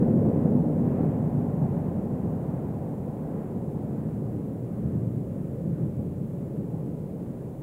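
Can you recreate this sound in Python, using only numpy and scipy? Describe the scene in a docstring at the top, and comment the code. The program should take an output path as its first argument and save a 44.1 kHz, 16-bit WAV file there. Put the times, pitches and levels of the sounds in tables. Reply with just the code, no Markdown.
"""An electric subway train rolls away down a concrete tunnel, heard from the end of the platform.
At first its rumble, wheel roar, ringing rails and gear drone fill the tunnel, and bogies thud over
rail joints. The sound fades and dulls with distance; at 1.6 s a wheel flange brushes the rail.
From about 4 s the tunnel booms twice under a second run of thuds, and two fainter brushes follow.
The station's ventilation and a faint microphone hiss persist to the end."""
import sys
import numpy as np
from scipy import signal
from scipy.fft import rfft, irfft, next_fast_len
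from scipy.io import wavfile
from scipy.ndimage import map_coordinates

SR = 44100
rng = np.random.default_rng(int(sys.argv[2]) if len(sys.argv) > 2 else 0)


def generate_wav(sig):
    """Save sig (samples, or channels by samples) to the path in sys.argv[1] as 16-bit PCM at SR."""
    pcm = np.round(np.clip(np.atleast_2d(sig).T, -1, 1) * 32767).astype(np.int16)
    wavfile.write(sys.argv[1], SR, pcm)


N = 336302
TIME = np.arange(N) / SR

# Source spectra. Each row: frequency in Hz, relative spectral density in dB.
BODY_SPECTRUM = [(30, -30), (65, -13), (88, -12), (105, -3.5), (135, 2.5), (175, 2.5), (215, -2.5),
                 (270, -13.5), (340, -12), (600, -69)]
WHEEL_SPECTRUM = [(120, -21), (220, 1), (285, 3), (315, -1.5), (420, -1), (470, -3), (550, -4), (640, -14),
                  (800, -34.5), (1500, -82)]
RAIL_SPECTRUM = [(400, -8.5), (580, -2.5), (660, 2), (760, -1), (840, -2.5), (920, -7), (1030, -8),
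                 (1200, -24), (1550, -29), (2600, -41), (4000, -58.5)]
CONTACT_SPECTRUM = [(700, -1), (1150, 4), (1500, -0.5), (1700, -3.5), (1900, -4.5), (2200, -10.5),
                    (2600, -15), (3300, -25), (4500, -34.5), (6000, -65.5)]
VENTILATION_SPECTRUM = [(20, -11), (45, 5), (100, 0), (400, -5.5), (560, -9.5), (780, -17.5), (1100, -19.5),
                        (1500, -27.5), (2200, -29), (3200, -35.5), (5000, -44), (9000, -71.5)]
HISS_SPECTRUM = [(100, -10.5), (3000, -7), (4500, -7), (5700, -5.5), (7300, 0.5), (12500, 0.5), (15500, 1)]
# Cross modes of the tunnel. Each row: frequency in Hz, bandwidth in Hz, lift in dB.
TUNNEL_MODES = [(88.3, 16, 8), (110, 5.1, 0.5), (155.6, 34, 2.5), (213.3, 6.2, 6.5), (291, 14, 3),
                (353, 11, 1), (520, 60, 0), (744, 28, 2.5), (840, 7.7, 1.5)]
# Swell from rougher and smoother track. Each row: time in seconds, gain in dB.
TRACK_ROUGHNESS = [(0, -0.5), (0.45, -0.2), (2.3, 0.2), (3.2, -2.5), (4.2, 1), (4.55, -0.5), (4.85, 1),
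                   (5.4, 1), (5.8, 3.5), (6.1, 0.3), (6.8, 1.4), (7.6, -2.5)]
# Ringing of the rails. Each row: time in seconds, level in dB.
RAIL_LEVELS = [(0, -42.5), (1.2, -43), (3.1, -46.5), (4, -49.5), (4.4, -53), (5.6, -56), (6.3, -56),
               (6.8, -53.5), (7.6, -55.5)]
# Bogies striking rail joints. Each row: start in seconds, peak level in dB.
JOINT_BLOWS = [(0.25, -16.5), (0.453, -16), (0.545, -15), (0.783, -15.5), (0.98, -17), (1.035, -19.5),
               (1.38, -19.5), (1.599, -22), (1.719, -23), (2.233, -20.5), (4.305, -25.5), (4.826, -21),
               (4.945, -20.5), (5.019, -24), (5.649, -22), (5.8, -21.5), (5.85, -22), (5.979, -23),
               (6.576, -24)]
# Spectrum of a distant thud. Each row: frequency in Hz, relative spectral density in dB.
THUD_SPECTRUM = [(30, -30.5), (65, -19), (90, -7), (125, 1), (180, 0.5), (240, -12), (420, -17),
                 (600, -27.5), (1000, -45), (2000, -68), (4000, -100)]
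# Reverberation of the tunnel. Each row: frequency in Hz, time to decay by 60 dB in seconds.
REVERB_TIMES = [(60, 2.7), (200, 1.2), (600, 0.8), (3000, 0.52)]
# Flanges brushing the rail. Each row: start in seconds, level in dB, ringing frequency in Hz.
FLANGE_BRUSHES = [(1.61, -45, 764), (5.75, -68, 1540), (6.73, -53, 780)]
# Low booms of the tunnel. Each row: time of the crest in seconds, level in dB.
BOOM_CRESTS = [(4.32, -37), (5.05, -30.5)]


def amp(db):
    """Amplitude grows tenfold for every 20 dB."""
    return 10 ** (np.asarray(db) / 20)


def unit(x):
    """Normalisation brings a signal to rms 1."""
    return x / np.sqrt(np.mean(x ** 2) + 1e-20)


def along(points, hz):
    """Interpolation on a logarithmic frequency axis joins (Hz, value) points."""
    frequencies, values = np.transpose(points)
    return np.interp(np.log(hz + 1), np.log(frequencies), values)


def curve(points):
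    """Linear interpolation of (seconds, value) points gives a value for each sample."""
    return np.interp(TIME, *np.transpose(points))


def wobble(rate):
    """Spline interpolation of random knots, rate a second, gives a smooth fluctuation."""
    knots = rng.standard_normal(int(N * rate / SR) + 4)
    return map_coordinates(knots, [TIME * rate])


def filtered(x, response):
    """Linear filtering multiplies the spectrum by a frequency response."""
    size = next_fast_len(len(x) + SR // 2)
    hz = np.fft.rfftfreq(size, 1 / SR)
    return irfft(rfft(x, size) * response(hz), size)[:len(x)]


def tunnel_db(hz):
    """Standing waves between the walls lift a few narrow bands."""
    return sum(lift / (1 + (2 * (hz - centre) / width) ** 2) for centre, width, lift in TUNNEL_MODES)


def tunnel_noise(spectrum):
    """Source and filter: noise of rms 1 is coloured by its own spectrum and the tunnel's modes."""
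    return unit(filtered(rng.standard_normal(N), lambda hz: amp(along(spectrum, hz) + tunnel_db(hz))))


def drone(pitch_hz, width_hz, swell_db):
    """Random modulation blurs a tone of rms 1, as its many paths along the tunnel do."""
    phase = 2 * np.pi * np.cumsum(pitch_hz + width_hz * wobble(17)) / SR
    return unit(np.sin(phase) * amp(swell_db * wobble(9)))


def body_rumble(first_doubling_s=1.0, loss_db_per_doubling=3.5):
    """Forced vibration: rough track shakes the cars, whose rumble weakens as they recede steadily."""
    turns = np.cumsum(11.7 + 0.49 * wobble(1.6)) / SR
    throb = amp(1.2 * np.sin(2 * np.pi * turns))  # worn wheels, once a turn
    distance_doublings = np.log2(1 + TIME / first_doubling_s)
    level_db = -24 - loss_db_per_doubling * distance_doublings + curve(TRACK_ROUGHNESS)
    return amp(level_db) * unit(throb * tunnel_noise(BODY_SPECTRUM))


def wheel_roar(direct_db_per_s=8.5, guided_db_per_s=0.64):
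    """The tunnel is a waveguide: the direct roar is soon gone, while the guided part carries far."""
    direct = amp(-26 - direct_db_per_s * TIME)
    guided = amp(-34.5 - guided_db_per_s * TIME)
    swell = amp(0.35 * curve(TRACK_ROUGHNESS))
    return np.hypot(direct, guided) * swell * tunnel_noise(WHEEL_SPECTRUM)  # the powers add


def rail_ring():
    """Rails driven by rolling wheels radiate a broad band of ringing."""
    return amp(curve(RAIL_LEVELS)) * tunnel_noise(RAIL_SPECTRUM)


def contact_rush(fade_db_per_s=1.75):
    """Rolling contact of steel on steel makes a bright, wavering rush that fades with distance."""
    level_db = -54.5 - fade_db_per_s * TIME + 1.6 * wobble(5)
    return amp(level_db) * tunnel_noise(CONTACT_SPECTRUM)


def gear_drone(fade_db_per_s=5):
    """Attenuation with distance soon takes away the running gear's drone."""
    return amp(-29 - fade_db_per_s * TIME) * drone(pitch_hz=242.6, width_hz=6.5, swell_db=3.5)


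def ventilation():
    """The station's ventilation is a stationary noise, coloured by the tunnel's modes."""
    return amp(-49) * tunnel_noise(VENTILATION_SPECTRUM)


def joint_thuds(attack_s=0.004, early_decay_s=0.027, echo_share=0.25):
    """Each impact on a rail joint excites reverberation, in which low frequencies last longest."""
    out = np.zeros(N + SR)
    t = np.arange(SR) / SR
    # the first arrivals stand above the long echo
    envelope = (1 - np.exp(-t / attack_s)) * (echo_share + np.exp(-t / early_decay_s))
    for start, peak_db in JOINT_BLOWS:
        hz, age, noise_bands = signal.stft(rng.standard_normal(SR), SR, nperseg=1024)
        decay = amp(-60 * age / along(REVERB_TIMES, hz)[:, None])
        echo = signal.istft(noise_bands * decay, SR, nperseg=1024)[1][:SR]
        brightness = 1 + 0.5 * np.exp(-start / 1.6)  # near blows are brighter than far ones
        echo = filtered(echo, lambda f: amp(along(THUD_SPECTRUM, f / brightness) + tunnel_db(f)))
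        thud = envelope * echo
        out[round(start * SR):][:SR] += amp(peak_db) * thud / np.abs(thud).max()
    return out[:N]


def flange_brushes(rise_s=0.021):
    """Brief friction at the flange rings the wheel in one broad band that the tunnel draws out."""
    out = np.zeros(N)
    for start, level_db, ring_hz in FLANGE_BRUSHES:
        age = np.maximum(TIME - start, 0) / rise_s
        ring = tunnel_noise([(ring_hz / 2, -40), (ring_hz, 0), (ring_hz * 2, -35), (ring_hz * 4, -80)])
        out += amp(level_db) * age * np.exp(1 - age) * ring
    return out


def tunnel_booms(rise_db_per_s=31, fall_db_per_s=75):
    """A low resonance of the tunnel builds up slowly and drops away."""
    swell = np.zeros(N)
    for crest, level_db in BOOM_CRESTS:
        before = np.maximum(crest - TIME, 0)
        after = np.maximum(TIME - crest, 0)
        swell += amp(level_db - rise_db_per_s * before - fall_db_per_s * after)
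    return swell * drone(pitch_hz=116.2, width_hz=1.61, swell_db=1.5)


def scene():
    """By superposition, the train, the ventilation and the tunnel's booms add in one channel."""
    rolling = body_rumble() + wheel_roar() + rail_ring() + contact_rush()
    return (rolling + gear_drone() + ventilation() + joint_thuds() + flange_brushes() + tunnel_booms())[None]


def record(dry):
    """The microphone adds self-noise, a hiss and a thin electronic whine, and limits the bandwidth."""
    top_hz, whine_hz = 15750, 14000
    hiss = filtered(rng.standard_normal(N), lambda hz: amp(along(HISS_SPECTRUM, hz)) * (hz < top_hz))
    whine = np.sin(2 * np.pi * whine_hz * TIME)
    self_noise = amp(-69.5) * unit(hiss) + amp(-91.5) * whine
    return filtered(dry[0] + self_noise, lambda hz: hz < top_hz)[None]


dry = scene()
out = record(dry)
generate_wav(out)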